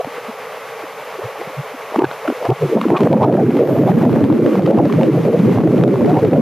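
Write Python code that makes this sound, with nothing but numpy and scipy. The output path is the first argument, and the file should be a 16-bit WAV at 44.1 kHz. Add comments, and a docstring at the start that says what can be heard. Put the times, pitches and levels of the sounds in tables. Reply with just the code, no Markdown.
"""In the basket of a hot-air balloon, a propane burner hisses overhead, steadily at first.
After a click at the abrupt start, turbulent air reaches the microphone: a few soft thumps, then hard
puffs, then an unbroken, fluttering roar with sharp little cracks, under which the hiss sinks. The hiss
and the smallest eddies are shaped noise, the larger eddies sums of sliding tones, the puffs and cracks
short bursts of tone and noise. A limiter holds the peaks."""
import sys
import numpy as np
from scipy import signal
from scipy.fft import rfft, irfft, next_fast_len
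from scipy.io import wavfile
from scipy.ndimage import uniform_filter1d, minimum_filter1d, map_coordinates

SR = 44100
rng = np.random.default_rng(int(sys.argv[2]) if len(sys.argv) > 2 else 0)


def bounce(signal):
    """Save signal as a 16-bit WAV file at the path given by the first command-line argument."""
    frames = np.transpose(np.atleast_2d(signal))
    limited = np.clip(frames, -1, 1)
    pcm = np.round(limited * 32767).astype(np.int16)
    wavfile.write(sys.argv[1], SR, pcm)


N = 282681


def amp(db):
    """Decibels to gain."""
    return 10 ** (np.asarray(db) / 20)


def unit(x):
    """Scaled to rms 1."""
    return x / np.sqrt(np.mean(x ** 2) + 1e-20)


def stereo(mid, side, side_db):
    """Left and right from a middle and a side signal."""
    return mid + amp(side_db) * np.array([side, -side])


def time_around(half_s):
    """Seconds from -half_s to half_s, one per sample."""
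    half = int(round(half_s * SR))
    return np.arange(-half, half) / SR


def along(points, hz):
    """(Hz, value) points read on a log frequency axis."""
    point_hz, value = np.transpose(points)
    return np.interp(np.log(hz + 1), np.log(point_hz + 1), value)


def curve(points):
    """(s, value) points read at every sample."""
    point_s, value = np.transpose(points)
    return np.interp(np.arange(N) / SR, point_s, value)


def wobble(rate_hz):
    """Smooth random curve with rate_hz knots a second."""
    knots = rng.standard_normal(int(N * rate_hz / SR) + 4)
    return map_coordinates(knots, [np.arange(N) * rate_hz / SR])


def filtered(x, response):
    """x times a response of frequency, zero-padded against wrap-around."""
    size = next_fast_len(x.shape[-1] + 8192)
    spectrum = rfft(x, size) * response(np.fft.rfftfreq(size, 1 / SR))
    return irfft(spectrum, size)[..., :x.shape[-1]]


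def noise(spectrum, side_db):
    """Stereo noise whose middle has rms 1; side_db sets its width."""
    mid, side = filtered(rng.standard_normal((2, N)), lambda hz: amp(along(spectrum, hz)))
    return stereo(unit(mid), unit(side), side_db)


def even(x, span_s):
    """x with its swells slower than span_s smoothed out."""
    size = max(int(span_s * SR), 2)
    power = uniform_filter1d(uniform_filter1d(np.mean(x ** 2, axis=0), size), size)
    return x / np.sqrt(np.abs(power) + 1e-9)


def add(track, start_s, sound):
    """Mix a sound into a track from start_s."""
    start = int(round(start_s * SR))
    lo, hi = max(start, 0), min(start + sound.shape[-1], N)
    track[..., lo:hi] += sound[..., lo - start:hi - start]


ARRIVAL_S, RISE_S = 2.885, 0.018  # onset of the unbroken turbulence
# Strength of the unbroken turbulence. Each row: time in seconds, gain in dB.
FLOW_GAIN = [(2.9, -1), (2.95, -2.5), (2.98, -9), (3.04, 2.5), (3.24, 1), (3.42, -0.5), (3.66, -2),
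             (3.88, 2), (4.12, 0), (4.35, 0), (4.54, 0.5), (4.66, -2), (4.8, 1), (4.9, -3.5), (5.02, -1.5),
             (5.22, 0), (5.31, -2.5), (5.53, 2.5), (5.62, -2.5), (5.8, 3), (5.96, -2), (6.1, 0.5),
             (6.28, 1.5), (6.35, 4)]
# Gaps between gusts. Each row: centre in seconds, gain at the centre in dB, half length in seconds.
GUST_GAPS = [(2.978, -15, 0.012), (3.09, -5, 0.011), (3.199, -4.5, 0.011), (3.469, 0, 0.01),
             (3.523, -3, .012), (3.668, -4, 0.0099), (3.755, -3, 0.014), (4.2, -2, 0.0093),
             (4.277, -5.5, 0.011), (4.377, -3.5, .01), (4.51, -5, 0.013), (4.563, -5, 0.013),
             (4.95, 0, 0.0092), (5.223, -8, 0.016), (5.39, -4.5, 0.012), (5.419, -5.5, 0.013),
             (5.542, -7, 0.015), (6.209, -12.5, 0.0099), (6.307, -6, 0.011)]


def flowing():
    """Gain of the turbulence: none at first, then about 1, with gaps between the gusts."""
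    flow_db = curve(FLOW_GAIN)
    t = time_around(0.1)
    for centre_s, depth_db, half_s in GUST_GAPS:
        add(flow_db, centre_s + t[0], depth_db * np.exp(-(t / half_s) ** 2))
    onset = np.clip((np.arange(N) / SR - ARRIVAL_S) / RISE_S, 0, 1)
    return onset * amp(flow_db)


# Spectra of the large, middle and small eddies. Each row: frequency in Hz, relative level in dB.
LARGE_SPECTRUM = [(20, -66), (50, -71), (70, -49), (100, -5.5), (130, 5.5), (220, 4.5), (280, -1.5),
                  (380, -18), (700, -72)]
MIDDLE_SPECTRUM = [(120, -62), (230, -3.5), (300, 2.5), (450, -1), (600, -4), (800, -7), (1000, 5),
                   (1250, -9), (2000, -80)]
SMALL_SPECTRUM = [(350, -42), (600, 2), (780, 11), (1000, 3.5), (1400, 0), (2400, -21), (4500, -40),
                  (10000, -45)]
# Upper edge of the roar, swept up by gusts. Each row: time in seconds, highest eddy pitch in Hz.
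UPPER_EDGE = [(2.881, 530.0), (2.899, 990), (2.935, 890), (2.971, 1200.0), (2.989, 490.0), (3.007, 1000.0),
              (3.025, 780.0), (3.109, 654), (3.133, 996), (3.169, 670), (3.247, 1110.0), (3.265, 816),
              (3.295, 900.0), (3.336, 583), (3.408, 910.0), (3.444, 565), (3.588, 560.0), (3.618, 790.0),
              (3.672, 570), (3.767, 806), (3.803, 650.0), (3.893, 870), (3.971, 590), (4.049, 890),
              (4.121, 530.0), (4.175, 890), (4.204, 640), (4.576, 588), (4.588, 780.0), (4.665, 620),
              (4.803, 820), (4.869, 750), (4.881, 430.0), (4.899, 730.0), (4.941, 430.0), (5.013, 830.0),
              (5.114, 510.0), (5.138, 870), (5.228, 490.0), (5.258, 760), (5.557, 550), (5.569, 740),
              (5.719, 690.0), (5.857, 720), (5.899, 587), (6.06, 660.0), (6.108, 870), (6.15, 630.0),
              (6.168, 970), (6.21, 580.0), (6.258, 720.0), (6.27, 460), (6.348, 716), (6.407, 674)]
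LARGE_DB, MIDDLE_DB = -15.5, -15
SMALL_DB, SMALL_DB_PER_OCTAVE, USUAL_EDGE_HZ = -35.5, 4, 700  # small eddies grow as the edge climbs
SURGE_RATE_HZ, SURGE_DB = 10, 1.8  # random tilt between large and middle eddies
SPURT_RATE_HZ, SPURT_DB = 22, 2  # random swing of the small eddies, and its limit
NARROW_DB, WIDE_DB, SPREAD_S = -47, -1, 1  # side gain at arrival, and SPREAD_S later


def turbulence():
    """Eddies of three sizes; gusts push the roar up in pitch, and the smallest eddies come in spurts."""
    edge_hz = curve(UPPER_EDGE)
    flutter = wobble(90)
    surge_db = SURGE_DB * wobble(SURGE_RATE_HZ)

    large = swarm(LARGE_SPECTRUM, edge_hz, side_db=-17, rate_hz=420) * amp(0.34 * flutter)
    large = even(large, span_s=0.022) * amp(LARGE_DB + surge_db)

    middle = swarm(MIDDLE_SPECTRUM, edge_hz, side_db=-10.5, rate_hz=950) * amp(2 * flutter)
    middle = even(middle, span_s=0.035) * amp(MIDDLE_DB - surge_db)

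    small = noise(SMALL_SPECTRUM, side_db=-10.5) * amp(4.8 * flutter + 3.3 * wobble(260))
    small_db = SMALL_DB + SMALL_DB_PER_OCTAVE * np.log2(edge_hz / USUAL_EDGE_HZ)
    spurt_db = SPURT_DB * np.tanh(wobble(SPURT_RATE_HZ))
    small = even(small, span_s=0.019) * amp(small_db + spurt_db)

    left, right = (large + middle + small) * flowing()
    # the flow meets both ports alike at first, then spreads
    width_db = curve([(ARRIVAL_S, NARROW_DB), (ARRIVAL_S + SPREAD_S, WIDE_DB)])
    spread = stereo((left + right) / 2, (left - right) / 2, width_db)
    return spread * amp([[-.4], [.4]])


EDGE_LIFT_DB, EDGE_STEEPNESS = 2, 24  # eddies gather just under the edge and die out above it


def swarm(spectrum, edge_hz, side_db, rate_hz, glide_hz=60, spread_db=2.0, side_top_hz=600):
    """Countless short swells, each sliding in pitch, few far above edge_hz; the middle has rms 1."""
    count = int(rate_hz * N / SR)
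    when, pitch, phase = rng.random((count, 3)).T[:, :, None]
    size, slide, stretch = rng.standard_normal((count, 3)).T[:, :, None]
    step, life_s, top_hz = 12, .011, 1200  # swells are computed at every 12th sample
    t = np.arange(-SR // 20, SR // 20, step) / SR
    u = t / (life_s * np.exp(0.38 * stretch))
    pitch_hz = top_hz * pitch
    cycles = pitch_hz * t + glide_hz * slide * u * t / 2 + phase

    height = pitch_hz / edge_hz[(when * N).astype(int)]
    lift = amp(EDGE_LIFT_DB * np.minimum(height, 1) ** 2)
    under_edge = lift / (1 + (height / 0.96) ** EDGE_STEEPNESS)
    strength = under_edge * amp(spread_db * np.clip(size, -2, 2))
    swells = strength * np.exp(-u * u) * np.sin(2 * np.pi * cycles)

    where = (when * N / step).astype(int) + np.arange(len(t))
    coarse = np.bincount(where.ravel(), swells.ravel(), N // step + len(t))
    pressure = signal.resample_poly(coarse, step, 1)[SR // 20:][:N]

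    def colour(hz):
        side_cut = 1 + (hz / side_top_hz) ** 6
        return amp(along(spectrum, hz)) / np.array([np.ones_like(hz), side_cut])

    mid, side = filtered(np.array([pressure, rng.standard_normal(N)]), colour)
    side = side * amp(5.4 * wobble(19))  # now and then the two ports differ more
    return stereo(unit(mid), unit(side), side_db)


# Single eddies that stand out; the first two rows are the click of the abrupt start.
# Each row: centre in seconds, rms level in dB, pitch in Hz, length in seconds.
SINGLE_EDDIES = [(0.003, -14.5, 474, 0.0076), (0.01, -18, 680, 0.0067), (0.055, -34, 138.5, 0.012),
                 (0.076, -27, 271, 0.011), (0.179, -26, 455, 0.014), (0.294, -27, 234.5, 0.013),
                 (0.841, -31, 314, 0.012), (1.194, -25.5, 388.5, 0.019), (1.24, -27, 485, 0.014),
                 (1.238, -31, 1107, 0.014), (1.258, -28.5, 118, 0.024), (1.408, -32, 340, 0.023),
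                 (1.477, -31, 178, 0.009), (1.505, -37.5, 285, 0.015), (1.593, -21, 141, 0.025),
                 (1.749, -31, 267, 0.014), (1.924, -22, 450, 0.0029), (1.95, -22, 600, 0.006),
                 (1.958, -20, 1070, 0.0037), (1.964, -12, 400, 0.0024), (1.972, -20.5, 232, 0.014),
                 (1.992, -3.5, 330.4, 0.01), (2.009, -20, 890, 0.02), (2.013, -16.5, 366.4, 0.025),
                 (2.023, -8, 376.6, 0.005), (2.042, -15, 834.6, 0.014), (2.043, -6, 353, 0.0055),
                 (2.052, -26, 137.4, 0.052), (2.114, -22.5, 1440, 0.0028), (2.258, -24, 603, 0.023),
                 (2.28, -20, 1423, 0.0049), (2.297, -15, 292.6, 0.024), (2.326, -17, 393, 0.0036),
                 (2.435, -22.5, 513, 0.038), (2.456, -29.5, 1650, 0.0072), (2.461, -19, 800, 0.019),
                 (2.463, -22, 560, 0.022), (2.493, -12, 331.6, 0.007), (2.503, -3.5, 402.7, 0.0065),
                 (2.514, -14, 749, 0.029), (2.523, -13.5, 416, 0.0098), (2.514, -9.5, 128, 0.03),
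                 (2.629, -13, 472, 0.019), (2.649, -17, 148.1, 0.045), (2.655, -18.5, 381, 0.026),
                 (2.71, -20, 389, 0.0355), (2.732, -14, 452, 0.0099), (2.753, -16, 395, 0.055),
                 (2.766, -7.5, 216.3, 0.013), (2.78, -22, 800, 0.023), (2.813, -29.5, 2800, 0.003),
                 (2.845, -26.5, 1160, 0.017), (2.775, -12, 536, 0.018), (2.788, -19.5, 218.3, 0.076),
                 (2.856, -8, 371, 0.0031), (2.867, -8, 291.7, 0.0063), (2.884, -20.5, 187.5, 0.022),
                 (2.91, -15.5, 337.6, 0.024), (2.935, -10, 349, 0.05), (2.947, -18, 592, 0.014),
                 (2.957, -16.5, 974, 0.021), (2.969, -23.5, 2470, 0.0067), (3.019, -8.5, 394, 0.015),
                 (3.019, -12, 218.4, 0.019), (3.051, -19, 280, 0.011), (3.112, -11, 167, 0.013),
                 (3.131, -11, 560, 0.021), (3.162, -5.5, 236.4, 0.011), (3.23, -14.5, 780, 0.026),
                 (3.309, -15, 447, 0.031), (3.43, -11, 417.7, 0.0099), (3.495, -10, 236.2, 0.022),
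                 (3.572, -12.5, 290.7, 0.019), (3.623, -8.5, 460, 0.03), (3.701, -16, 505, 0.016),
                 (3.821, -13.5, 300, 0.032), (3.886, -16, 720, 0.024), (4.039, -16, 355, 0.018),
                 (4.072, -8.5, 247, 0.034), (4.227, -11.5, 282, 0.033), (4.311, -8.5, 277, 0.027),
                 (4.395, -9, 329, 0.0068), (4.466, -10, 335.7, 0.013), (4.593, -11, 197, 0.025),
                 (4.646, -10.5, 155.7, 0.017), (4.681, -15, 530, 0.02), (4.687, -13.5, 175.3, 0.013),
                 (4.72, -15.5, 592, 0.031), (4.759, -12.5, 198, 0.03), (4.795, -16, 800, 0.019),
                 (4.806, -7.5, 330.7, 0.014), (4.849, -12, 282.7, 0.039), (4.978, -13.5, 153.5, 0.055),
                 (5.011, -12, 236, 0.025), (5.093, -8, 315, 0.03), (5.137, -18, 374, 0.021),
                 (5.182, -17.5, 500, 0.018), (5.29, -11.5, 444, 0.0316), (5.351, -10, 474, 0.024),
                 (5.402, -8, 171, 0.014), (5.447, -8, 212, 0.02), (5.488, -11, 377, 0.024),
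                 (5.664, -10, 315.2, 0.03), (5.737, -17, 393, 0.028), (5.759, -14, 235.6, 0.02),
                 (5.844, -16.5, 515.6, 0.033), (5.875, -13, 333, 0.058), (6.028, -13, 211.6, 0.019),
                 (6.061, -11.5, 375, 0.014), (6.106, -16, 720, 0.01), (6.14, -6.5, 312.4, 0.012),
                 (6.24, -8.5, 444.6, 0.013), (6.338, -11, 550, 0.015), (6.394, -5, 238.3, 0.023)]


def puffs(width=0.29, skirt=4, clean_cycles=9, glide=0.091, side_db=-26):
    """Each row is a short swell of pressure around its own pitch; long ones break up into noise."""
    out, t = np.zeros((2, N)), time_around(0.1)
    for centre_s, level_db, pitch_hz, length_s in SINGLE_EDDIES:
        def band(hz):
            return (1 + (np.log((hz + 1) / pitch_hz) / width) ** 2 / skirt) ** -skirt

        rough, side = unit(filtered(rng.standard_normal((2, len(t))), band))
        sliding_hz = pitch_hz * (1 + glide * rng.standard_normal() * np.tanh(t / length_s))
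        clean = unit(np.sin(2 * np.pi * (np.cumsum(sliding_hz) / SR + rng.random())))
        mid = clean + rough * pitch_hz * length_s / clean_cycles
        swell = np.exp(-(1.57 * t / length_s) ** 2)
        energy_gain = np.sqrt(length_s * SR / len(t))  # makes the level an rms over length_s
        puff = stereo(unit(mid * swell), unit(side * swell), side_db) * energy_gain
        add(out, centre_s + t[0], amp(level_db) * puff)
    return out


# Single cracks at the ports; the first row belongs to the click at the abrupt start. Each row: centre in
# seconds, body level in dB, body pitch in Hz, bright level in dB, length in seconds.
SINGLE_CRACKS = [(0.047, -17, 660, -27, 0.0017), (1.221, -22, 553, -40, .003),
                 (1.358, -25, 750, -42, 0.0022), (1.416, -18, 490, -42, 0.0031),
                 (1.945, -10, 680, -33, 0.0011), (1.961, -5.5, 850, -24, 0.00082),
                 (1.992, -15, 900, -23.5, 0.0035), (2.021, -9.5, 800, -30, 0.0017),
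                 (2.045, -15, 1580, -24, 0.0019), (2.052, -18, 1530, -25, 0.002),
                 (2.114, -10, 830, -25, 0.00059), (2.28, -20, 650, -31, 0.004),
                 (2.302, -8.5, 458, -32, 0.0014), (2.428, -10.5, 600, -30, 0.00062),
                 (2.454, -6, 730, -21, 0.00046), (2.462, -14, 810, -34, 0.0021),
                 (2.504, -16, 844, -23, 0.0032), (2.621, -22, 650, -34, 0.0017),
                 (2.774, -14.5, 750, -33, 0.0013), (2.815, -7.5, 1100, -20, 0.0011),
                 (2.904, -2, 597, -34, 0.00085), (2.974, -17.5, 1134, -25.5, 0.0058),
                 (3.007, -16, 650, -23, 0.0019), (3.034, -9, 450, -25, 0.0021),
                 (3.073, -4, 535, -34, 0.0024), (3.13, -11.5, 750, -25, 0.0029),
                 (3.231, -25, 1110, -28, .003), (3.243, -23, 1230, -30.5, 0.0074),
                 (3.508, -15, 600, -33, 0.0011), (3.569, -15, 620, -31, .0014),
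                 (3.353, -15, 640, -41, .0015), (3.689, -18, 560, -42, .002),
                 (3.837, -12, 580, -47, 0.0022), (3.919, -8, 554, -43, 0.0021),
                 (4.053, -20.5, 970, -36, 0.0028), (4.161, -10, 555, -46, 0.0024),
                 (4.463, -10, 544, -28, 0.0024), (4.595, -14, 640, -34, 0.0025),
                 (4.622, -23, 700, -28, .0012), (4.663, -24.5, 1230, -27, 0.0035),
                 (4.676, -15, 600, -30, 0.0009), (4.71, -13, 570, -30, .002),
                 (4.787, -19, 850, -30, 0.0012), (4.855, -20, 800, -28.5, 0.0021),
                 (4.899, -21, 1060, -41, 0.0035), (4.926, -25, 1150, -23, 0.0016),
                 (5.013, -13.5, 800, -32, 0.0021), (5.033, -12, 600, -24.5, 0.0016),
                 (5.253, -18.5, 754, -29.5, 0.0012), (5.284, -14, 600, -29, 0.00094),
                 (5.576, -13.5, 660, -39, 0.0024), (5.675, -10, 620, -34, 0.0017),
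                 (5.719, -21, 700, -34, .0012), (5.78, -23, 700, -31, .0015),
                 (5.838, -6, 584, -22.5, 0.0014), (5.879, -14, 656, -31, 0.0022),
                 (6.061, -18, 600, -26, .001), (6.096, -16, 740, -38, .0025),
                 (6.17, -13.5, 855, -37, 0.0029), (6.25, -13, 606, -29, 0.003),
                 (6.334, -13, 550, -29.5, 0.0025)]
# Noise spectra of a crack's body and bright part. Each row: frequency in Hz, relative level in dB.
BODY_SPECTRUM = [(250, -39), (550, 18), (1000, 8), (1700, 3), (2600, -11), (3500, -33), (5000, -28)]
BRIGHT_SPECTRUM = [(1500, 15), (2700, 15), (4000, 6.5), (6000, -4.5), (12000, -18)]
STRAY_RATE_HZ, STRAY_DB, STRAY_SPREAD_DB, STRAY_BRIGHT_DB = 16, -16, 1, -32.5
STRAY_LENGTH_S, STRAY_HZ = 0.001, 670  # pitch is the middle of one octave
BODY_ROUGHNESS = 0.36  # gain of the noise in the body


def stray_cracks():
    """More cracks at random times in the roar, in rows like the single ones."""
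    roar_s = N / SR - ARRIVAL_S
    rows = []
    for when, size, high in rng.random((int(STRAY_RATE_HZ * roar_s), 3)):
        level_db = STRAY_DB + STRAY_SPREAD_DB * (2 * size - 1)
        pitch_hz = STRAY_HZ * 2 ** (high - .5)
        rows.append((ARRIVAL_S + when * roar_s, level_db, pitch_hz, STRAY_BRIGHT_DB, STRAY_LENGTH_S))
    return rows


def cracks():
    """Where the flow tears off the ports it snaps, each time at its own pitch: tone, noise, bright noise."""
    body, rough, bright = np.zeros((3, N))
    t = time_around(0.04)
    for centre_s, level_db, pitch_hz, bright_db, length_s in list(SINGLE_CRACKS) + stray_cracks():
        snap = np.exp(-(t / length_s) ** 2)
        tone = np.sqrt(2) * np.sin(2 * np.pi * (pitch_hz * t + rng.random()))
        add(body, centre_s + t[0], amp(level_db) * snap * tone)
        add(rough, centre_s + t[0], amp(level_db) * snap * BODY_ROUGHNESS)
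        add(bright, centre_s + t[0], amp(bright_db) * snap)
    rough_noise = rough * noise(BODY_SPECTRUM, side_db=-40)
    bright_noise = bright * even(noise(BRIGHT_SPECTRUM, side_db=-35), span_s=0.0047)
    # too brief to carry any bass
    return filtered(body + rough_noise + bright_noise, lambda hz: hz ** 2 / (hz ** 2 + 200 ** 2))


CRACKLE_DB, CRACKLE_BRIGHT_DB = -31, -18  # bright part relative to the body


def crackle(rate_hz=105, life_s=0.00078):
    """Countless tiny cracks ride on the roar: random hits, each a brief pulse of noise."""
    scatter_db = 4 * np.clip(rng.standard_normal(N), -2, 1.5)
    hits = (rng.random(N) < rate_hz / SR) * amp(scatter_db) * flowing()
    t = np.arange(SR // 100) / SR
    pulse = t / life_s * np.exp(1 - t / life_s)
    envelope = signal.fftconvolve(hits, pulse)[:N]
    body = noise(BODY_SPECTRUM, side_db=-46)
    bright = amp(CRACKLE_BRIGHT_DB) * noise(BRIGHT_SPECTRUM, side_db=-51)
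    return envelope * amp(CRACKLE_DB) * (body + bright)


# Hiss of the burner, sinking and returning under the roar. Each row: time in seconds, level in dB.
HISS_LEVEL = [(0, -30), (1.98, -29.5), (2.04, -32.5), (2.12, -29), (2.72, -28.5), (2.9, -32), (3.0, -30.5),
              (3.17, -34), (3.33, -38), (3.55, -32.5), (4.1, -32), (4.3, -37), (4.52, -30), (4.72, -35),
              (5.02, -32.5), (5.54, -30), (5.62, -37.5), (5.77, -30.5), (5.9, -35.5), (6.02, -33),
              (6.41, -31.5)]
# Spectra of the rush, the fizz and the topmost hiss. Each row: frequency in Hz, relative level in dB.
RUSH_SPECTRUM = [(35, -44), (70, -41), (125, -9), (240, -14), (360, -14), (440, 7), (700, 0), (1200, -1.5),
                 (1600, -7.5), (2200, -7), (3300, -16), (4700, -22.5), (8000, -32), (15000, -35.5)]
FIZZ_SPECTRUM = [(3500, -50), (4400, -1), (4800, 0), (6000, 4.5), (8500, -6), (11500, 5), (13500, -0.5),
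                 (15400, -8)]
SHEEN_SPECTRUM = [(9000, -32), (11500, -1), (13000, 4), (15400, -9)]
# Hollow resonances of burner and frame. Each row: centre in Hz, width in Hz, boost in dB.
RESONANCES = [(421, 19, 3), (823, 23, 3.5), (1133, 14.4, 7.5), (2060, 72, 1.5)]
# Swell of the topmost hiss. Each row: time in seconds, level in dB.
SHEEN_LEVEL = [(3.3, -87), (3.55, -59), (3.72, -51), (4.0, -56), (4.5, -70)]
FIZZ_START_DB, FIZZ_DB_PER_HISS_DB = -52, 0.89


def burner():
    """The gas jet: a narrow rush coloured by the frame and a wide fizz on top; for a while the topmost hiss
    grows brighter."""
    def hollow(hz):
        boosts = [boost_db / (1 + ((hz - centre_hz) / width_hz * 2) ** 2)
                  for centre_hz, width_hz, boost_db in RESONANCES]
        return amp(sum(boosts))

    hiss_db = curve(HISS_LEVEL)
    rush = unit(filtered(noise(RUSH_SPECTRUM, side_db=-56), hollow))
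    rush = rush * amp(hiss_db + 0.94 * wobble(24.8))
    fizz_db = FIZZ_START_DB + FIZZ_DB_PER_HISS_DB * (hiss_db - hiss_db[0])
    fizz = noise(FIZZ_SPECTRUM, side_db=0.0) * amp(fizz_db)
    sheen = noise(SHEEN_SPECTRUM, side_db=-3) * amp(curve(SHEEN_LEVEL))
    return rush + fizz + sheen


def scene():
    """The moving air at the microphone and the burner."""
    return turbulence() + puffs() + cracks() + crackle() + burner()


def record(dry, ceiling=0.75, attack_s=0.0085, release_db_per_s=70, top_hz=15450):
    """A limiter dives at each peak and recovers at a steady rate; nothing is kept above top_hz."""
    excess_db = 20 * np.log10(np.maximum(np.abs(dry).max(axis=0) / ceiling, 1))
    recovery_db = release_db_per_s * np.arange(N) / SR
    gain_db = recovery_db - np.maximum.accumulate(excess_db + recovery_db)
    size = max(int(attack_s * SR), 2)
    gain = uniform_filter1d(minimum_filter1d(amp(gain_db), size), size)
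    return filtered(dry * gain, lambda hz: hz < top_hz)


dry = scene()
out = record(dry)
bounce(out)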